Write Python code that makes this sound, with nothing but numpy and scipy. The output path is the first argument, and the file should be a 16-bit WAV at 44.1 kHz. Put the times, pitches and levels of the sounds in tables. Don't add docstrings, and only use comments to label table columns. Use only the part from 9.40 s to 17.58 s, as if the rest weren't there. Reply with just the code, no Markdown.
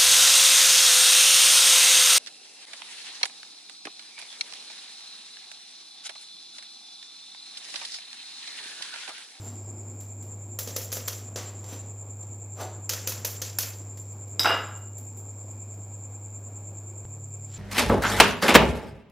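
import sys
import numpy as np
from scipy import signal
from scipy.fft import rfft, irfft, next_fast_len
from scipy.io import wavfile

SR = 44100
rng = np.random.default_rng(int(sys.argv[2]) if len(sys.argv) > 2 else 0)


def volts_from_decibels(level):
    exponent = np.asarray(level, float) / 20
    return 10 ** exponent


def transcribe(signal):
    frames = np.atleast_2d(signal).T
    limited = np.clip(frames, -1, 1)
    pcm = np.round(limited * 32767).astype(np.int16)
    wavfile.write(sys.argv[1], SR, pcm)


N = 360738
TIME = np.arange(N) / SR

# (frequency [Hz], level [dB per Hz])
RUMBLE_COLOUR = [(12, -90), (20, -42), (65, -26.5), (81, -15.5), (103, -16.5), (116, -10.5), (131, -16.5),
                 (202, -17.5), (334, -18), (581, -22), (834, -24), (1890, -43), (2520, -46), (4830, -51.5),
                 (6300, -63.5), (8190, -86), (13900, -120)]
# (frequency [Hz], level [dB per Hz])
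HISS_COLOUR = [(6000, 0.5), (8200, -2), (8800, -13), (9600, -26.5), (10500, -14), (13000, -10), (14800, -4),
               (16000, -9)]
# (frequency [Hz], width [Hz], level [dB])
ROOM_TONES = [(240, 7.4, 1), (298.2, 8, -5), (355.8, 6.7, -2)]
# (middle [s], half length [s], level [dB])
FAR_BOUTS = [
    (0, 0.58, -68),
    (2.3, .25, -72),
    (4.5, .5, -75),
    (6.0, .5, -77),
    (8.2, .3, -74),
]
# (frequency [Hz], width [Hz], level [dB])
INSECTS = [(7323, 425, -47), (14900, 900, -82), (2383, 320, -71.5)]
# (time [s], lead [beats])
THROB_LEAD = [(0, 0.26), (4.8, 0.46), (6.2, 0.24), (7.65, .27)]
# (frequency [Hz], time to fall 60 dB [s])
ROOM_T60 = [(250, 0.61), (1000, 0.59), (3000, 0.49), (7000, 0.36), (15000, 0.25)]

# (time [s], peak [dB], pitch [Hz])
NUDGES = [
    (0.061, -39, 240),
    (2.325, -37, 270),
    (3.175, -38, 496),
    (3.189, -40, 1190),
    (3.21, -43, 1450),
    (3.2, -38, 350),
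    (3.225, -39, 747),
    (7.51, -45, 343),
]
# (loudest at [s], swell [s], fade [s], level [dB], bowl relative [dB])
SCRAPES = [
    (0.062, 0.21, 0.21, -51.5, 0),
    (1.97, 0.011, 0.23, -40.5, -2),
    (2.335, 0.16, 0.075, -44.5, 0),
    (3.21, .07, 0.1, -41.5, 6.5),
    (8.17, 0.14, .3, -46, -20),
]
# (rim wire [dB], mesh sizzle [dB])
STROKE_TONE = [(1, 0), (-2, -3), (3.5, 0), (4.5, -1), (-6, -22)]
# (time [s], peak [dB], bowl thud relative [dB], mesh sizzle relative [dB])
TAPS = [(1.1882, -23.5, -13, 3), (1.274, -28.5, -4, -3), (1.363, -21.5, -13, 3), (1.518, -28, -18, -2),
        (1.526, -24, -12.5, 5), (1.5684, -29.5, -6, -14), (1.6761, -31.5, -8, 4), (1.681, -22, -14, 0),
        (1.959, -24.5, -6.5, -14), (3.493, -16.5, -18.5, -3), (3.5339, -27, -11.5, -5),
        (3.6728, -18, -16.5, 0), (3.719, -30.5, -18, -12), (3.8474, -19, -14, 2),
        (4.017, -21.5, -15.5, -1.5), (4.186, -17.5, -19.5, 4.5), (4.232, -32, -5.5, -14)]
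# (time [s], peak [dB], mesh sizzle
# relative [dB])
SHAKES = [(0.606, -44, 2), (0.8245, -46.5, 3), (2.241, -41.5, -10), (2.826, -49.5, -17), (4.573, -42.5, 0),
          (4.7203, -56, 2), (4.879, -54, 3), (5.1714, -41, -1), (5.284, -55, 3), (5.3714, -55, 5),
          (5.5812, -50, 12), (5.7685, -56, 12), (6.1116, -58, 3), (6.34, -59, 2)]
# (frequency [Hz], level [dB per Hz])
TAP_COLOUR = [(250, -15), (500, 3), (900, -4.5), (2000, -6), (4000, -7.5), (6800, -0.5), (8600, -12),
              (11500, -2), (15000, -5), (16500, -1.5)]
# (frequency [Hz], level [dB], time to fall 60 dB [s])
RIM = [(1260, -17, .04), (2560, -13, .04), (3300, -14, .06), (5260, -13, .06), (6010, -7, .14),
       (6300, -9, .05), (6720, -9, .025), (7200, -8, .03)]
# (frequency [Hz], level [dB], time to fall 60 dB [s])
BOWL = [(260, -5.5, 0.09), (462, -4, .05), (513, 1, 0.06), (565, 0.5, 0.043), (635, -4.5, 0.034)]

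# (frequency [Hz], level [dB], time to fall 60 dB [s])
HANDLE = [(2842, -2, .5), (2839.6, -4, .48), (2860, -9, .35), (2560, -12, .15), (3850, -13, .35)]
# (time [s], peak [dB], counter relative [dB])
BOUNCES = [(4.9948, -3.5, -26.5), (5.0015, -11, -12), (5.0164, -17, -55), (5.0334, -11, -23),
           (5.0458, -18, 3), (5.0564, -15.5, 7), (5.0611, -24, -8), (5.0713, -17.5, 2), (5.0844, -37, -7),
           (5.0944, -19, 0.5), (5.1055, -31.5, 16), (5.1174, -34, 1), (5.1284, -33, 8.5),
           (5.1424, -25.5, 6), (5.154, -53, -17)]
# (frequency [Hz], level [dB], time to fall 60 dB [s])
SPOON = [(3840, -4, .035), (4900, -10, .06), (4966, -8, .13), (5017, -8, .13), (5110, -10, .06),
         (5280, -11, .05), (5500, -11, .05), (6030, -15, .08), (7740, -15, .05), (10430, -21, .05),
         (10960, -24, .05), (11340, -21, .16), (13650, -20, .05), (14380, -17, .08)]
# (frequency [Hz], level [dB], time to fall 60 dB [s])
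COUNTER = [(328, -10, .25), (480, -10, .08), (610, -9, .08), (672, -9, .1), (873, -12, .08), (960, -10, .1),
           (1145, -5, .1), (1366, -3, .09), (1395, -4, .1), (1426, -5, .07), (1561, -7, .1), (1509, -4, .1),
           (1690, -6, .06), (2170, -7, .05)]
# (frequency [Hz], level [dB per Hz])
CLATTER_COLOUR = [(120, -48), (200, -35), (316, 7.5), (440, -2.5), (671, 2), (1370, 4), (2420, -6.5),
                  (2910, -3.5), (3560, -12.5), (5130, -22), (16000, -56.5)]

CHANGE_S = 7.6522
RUMBLE_DB, RUMBLE_SINK_DB_PER_S, RUMBLE_LATE_DB = -51, 0.1265, -1.5
DRONE_DB, DRONE_FADE_DB_PER_S, DRONE_REST_DB = -44, 10.5, -59
HUM_HZ, HUM_DB = 100.488, -37.5
HUM_START_TURNS, HUM_JUMP_TURNS = -.09, .47
MOTOR_HZ, MOTOR_DB = 137.2, -46.5
THROB_HZ, THROB_JUMP_BEATS, THROB_LATE_HZ = 9.45, -.42, 0.38
PAUSE_S, PAUSE_WIDTH_S, PAUSE_DB = 5.17, .05, -5.5
STROKE_RANGE_DB, STROKE_BEND = 33, 1.19
BOWL_UPPER_DB = -3.5
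TAP_KNOCK_DB, SHAKE_KNOCK_DB, SHAKE_THUD_DB = -5, -4, -10
REBOUND_GAP_S, REBOUND_KNOCK_DB = .06, 4
SHAKE_RING_DB = -8
TAIL_GRAIN_DB = 2
FLAT_S, HANDLE_DB, HANDLE_RISE_S = 5.075, -21, 0.027


def rms_one(x):
    return x / np.sqrt(np.mean(x ** 2) + 1e-20)


def at_hz(points, hz):
    point_hz, value = np.transpose(points)
    return np.interp(np.log(hz + 1), np.log(point_hz), value)


def coloured(spectrum):
    size = next_fast_len(N, True)
    hz = np.fft.rfftfreq(size, 1 / SR)
    white = rfft(rng.standard_normal(size))
    return rms_one(irfft(white * volts_from_decibels(at_hz(spectrum, hz)), size)[:N])


def band(x, low_hz, high_hz, order=2):
    return signal.sosfilt(signal.butter(order, [low_hz, high_hz], "band", fs=SR, output="sos"), x)


def drift(rate):
    r = np.exp(-80 * np.pi * rate / SR)
    slow = signal.lfilter([1], [1, -2 * r, r * r], rng.standard_normal(N // 40 + 2002))[2000:]
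    return np.interp(np.arange(N) / 40, np.arange(len(slow)), rms_one(slow))


def clicks(times, db):
    out = np.full(N, 1e-18)
    out[np.round(np.asarray(times) * SR).astype(int)] = volts_from_decibels(db)
    return out


def dying(train, t60, rise_s=0.00044):
    r = np.exp(-1 / (max(rise_s, 1e-4) * SR))
    return signal.lfilter([1 - r], np.convolve([1, -r], [1, -volts_from_decibels(-60 / (t60 * SR))]), train)


def struck(modes, times, db, spread_db):
    luck = rng.standard_normal((len(times), len(modes)))
    out = np.zeros(N)
    for k, (hz, mode_db, t60) in enumerate(modes):
        r, w = volts_from_decibels(-60 / (t60 * SR)), 2 * np.pi * hz / SR
        hits = clicks(times, db + mode_db + spread_db * luck[:, k])
        out += signal.lfilter([0, np.sin(w)], [1, -2 * r * np.cos(w), r * r], hits)
    return out


def room_floor():
    sinking = RUMBLE_DB - RUMBLE_SINK_DB_PER_S * TIME + RUMBLE_LATE_DB * (TIME >= CHANGE_S)
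    rumble = coloured(RUMBLE_COLOUR) * volts_from_decibels(sinking + 0.5 + 1.0 * drift(6.4))
    white = rng.standard_normal(N)
    tones = np.zeros(N)
    for hz, width_hz, db in ROOM_TONES:
        tones += volts_from_decibels(db) * rms_one(band(white, hz - width_hz / 2, hz + width_hz / 2))
    drone = volts_from_decibels(DRONE_DB - DRONE_FADE_DB_PER_S * TIME) + volts_from_decibels(DRONE_REST_DB)
    bouts = sum(volts_from_decibels(db) * np.exp(-((TIME - s) / half_s) ** 2) for s, half_s, db in FAR_BOUTS)
    far_insect = rms_one(band(white, 4760, 5500)) * bouts
    hiss = volts_from_decibels(-60.5) * band(coloured(HISS_COLOUR), 7600, 17400)
    return rumble + tones * drone * volts_from_decibels(-10.5) + far_insect + hiss


def hum():
    late = TIME >= CHANGE_S
    turns = HUM_HZ * TIME + HUM_START_TURNS + HUM_JUMP_TURNS * late
    mains = np.cos(2 * np.pi * turns) * volts_from_decibels(HUM_DB + .15 * drift(4.9))
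    motor_phase = 2 * np.pi * MOTOR_HZ * (TIME - CHANGE_S) + 0.22 * drift(4.5)
    motor = np.sin(motor_phase) * volts_from_decibels(MOTOR_DB + .7 * drift(4.7))
    step = dying(clicks([CHANGE_S], -42), .02, rise_s=0)
    return mains + late * motor - step


def insects():
    after_change = THROB_JUMP_BEATS + THROB_LATE_HZ * (TIME - CHANGE_S)
    lead = np.interp(TIME, *np.transpose(THROB_LEAD))
    beat = 2 * np.pi * (THROB_HZ * TIME + lead + (TIME >= CHANGE_S) * after_change)
    throb_db = (4.3 + 0.5 * drift(0.56)) * np.cos(beat) + 1.0 * np.sin(2 * beat + 0.61)
    wings = rng.standard_normal(N) * volts_from_decibels(0.33 * drift(72))
    out = np.zeros(N)
    for share, (hz, width_hz, db) in zip([1, .6, .2], INSECTS):
        peak = band(wings, hz - width_hz / 2, hz + width_hz / 2, order=1)
        voice = rms_one(band(peak, hz - 0.98 * width_hz, hz + 0.75 * width_hz, order=3))
        out += voice * volts_from_decibels(db + share * throb_db + (1 - share) * 1.5 * drift(4))
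    return out * volts_from_decibels(PAUSE_DB * np.exp(-((TIME - PAUSE_S) / PAUSE_WIDTH_S) ** 2))


def kitchen(x):
    t = TIME[:SR]
    edges = 150 * 2 ** np.arange(0, 7.1, .5)
    white = rng.standard_normal((2, SR))
    tail = np.zeros(SR)
    for k, (low, high) in enumerate(zip(edges, edges[1:])):
        t60 = at_hz(ROOM_T60, np.sqrt(low * high))
        tail += band(white[k % 2], low, high) * volts_from_decibels(-60 * t / t60)
    tail *= np.clip((t - .003) / 0.013, 0, 1)
    return signal.fftconvolve(x, tail / np.sqrt(np.sum(tail ** 2)))[:N]


def nudges():
    return sum(struck([(hz, 0, .09)], [s], np.array([db]), spread_db=3.0) for s, db, hz in NUDGES)


def scrapes():
    strength = volts_from_decibels(3.5 * np.minimum(rng.exponential(1, N), 3))
    grit = (rng.random(N) < 7000 / SR) * strength * rng.choice([-1, 1], N)
    grit = grit * volts_from_decibels(1.5 * drift(40))
    wire = rms_one(band(grit, 5880, 6080))
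    middle = rms_one(band(grit, 1250, 5960, order=3))
    sizzle = -rms_one(band(grit, 7200, 21000))
    bowl = rms_one(band(grit, 250, 640)) - volts_from_decibels(BOWL_UPPER_DB) * rms_one(band(grit, 600, 1280))
    out = np.zeros(N)
    for (s, swell_s, fade_s, db, bowl_db), (wire_db, sizzle_db) in zip(SCRAPES, STROKE_TONE):
        away = np.maximum((s - TIME) / swell_s, (TIME - s) / fade_s)
        press = volts_from_decibels(db - 5 - STROKE_RANGE_DB * np.minimum(away, 4) ** STROKE_BEND)
        out += press * (middle + volts_from_decibels(wire_db - 5) * wire + volts_from_decibels(bowl_db) * bowl + volts_from_decibels(sizzle_db) * sizzle)
    return out


def taps():
    blows = [(s, db, thud, TAP_KNOCK_DB, sizzle) for s, db, thud, sizzle in TAPS]
    blows += [(s, db, SHAKE_THUD_DB, SHAKE_KNOCK_DB, sizzle) for s, db, sizzle in SHAKES]
    s, db, thud, knock, sizzle = np.transpose(blows)
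    rebound = (np.abs(s - np.roll(s, 1)) < REBOUND_GAP_S) & (db < np.roll(db, 1))
    knock = knock + REBOUND_KNOCK_DB * rebound
    jostle = volts_from_decibels(2.0 * drift(200))
    is_shake = np.arange(len(s)) >= len(TAPS)
    rim = struck(RIM, s, db - 10 + SHAKE_RING_DB * is_shake, spread_db=3.0)
    rings = rim + struck(BOWL, s, db + thud - 8, spread_db=5.0)
    # (low [Hz], high [Hz], level [dB], blow t60 [s], tail [dB], tail t60 [s])
    parts = [(248, 720, thud + 5, 0.041, -10, 0.38), (925, 2780, knock + 4, 0.024, -12.5, 0.61),
             (3000, 7970, 0.55, 0.035, -10, 0.45), (8300, 20200, sizzle - 1.5, 0.029, -9, 0.33)]
    rattle = np.zeros(N)
    for low_hz, high_hz, rel_db, t60, tail_db, tail_t60 in parts:
        train = clicks(s, db + rel_db)
        power = dying(train ** 2, tail_t60 / 2, rise_s=0.0094)
        tail = volts_from_decibels(tail_db + TAIL_GRAIN_DB * drift(45)) * np.sqrt(power)
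        envelope = dying(train, t60) * jostle + tail
        rattle += band(envelope * coloured(TAP_COLOUR), low_hz, high_hz)
    return rings, rattle


def handle():
    build_up = 1 - np.exp(-np.maximum(TIME - FLAT_S, 0) / HANDLE_RISE_S)
    return struck(HANDLE, [FLAT_S], HANDLE_DB, spread_db=0) * build_up


def dropped_spoon():
    s, db, counter = np.transpose(BOUNCES)
    steel = struck(SPOON, s, db - 12.5, spread_db=3.0)
    boom = struck(COUNTER, s, db + counter - 18.5, spread_db=3.0)
    crack_envelope = dying(clicks(s, db + counter - 5.5), 0.057, rise_s=0.00082)
    crack = band(crack_envelope * coloured(CLATTER_COLOUR), 330, 15500)
    jingle_envelope = dying(clicks(s, db - 18), .06, rise_s=.001)
    jingle = jingle_envelope * rms_one(band(rng.standard_normal(N), 9000, 17000))
    return steel + boom + crack + volts_from_decibels(-10) * jingle


def scene():
    rings, rattle = taps()
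    close = band(rings + nudges() + scrapes() + dropped_spoon(), 190, 21000)
    mono = close + volts_from_decibels(-5) * kitchen(close) + handle() + rattle + insects() + room_floor()
    grit = volts_from_decibels(-35.5) * band(mono * rng.standard_normal(N), 10500, 17000)
    grit += volts_from_decibels(-29.5) * band(mono * drift(200), 3000, 6400)
    grit += volts_from_decibels(-40) * band(mono * drift(60), 380, 2500, order=3)
    return mono + hum() + grit * np.array([[1], [-1]])


def roll_off(x):
    return signal.sosfilt(signal.butter(12, 16620, fs=SR, output="sos"), x)


def record(dry):
    shelf = signal.cheby2(14, 27, 15700, fs=SR, output="sos")
    wall = signal.cheby2(16, 60, 16850, fs=SR, output="sos")
    rounded = .7 * np.tanh(dry / .7)
    mix = signal.sosfilt(np.vstack([shelf, wall]), rounded)
    return roll_off(mix)


dry = scene()
out = record(dry)
transcribe(out)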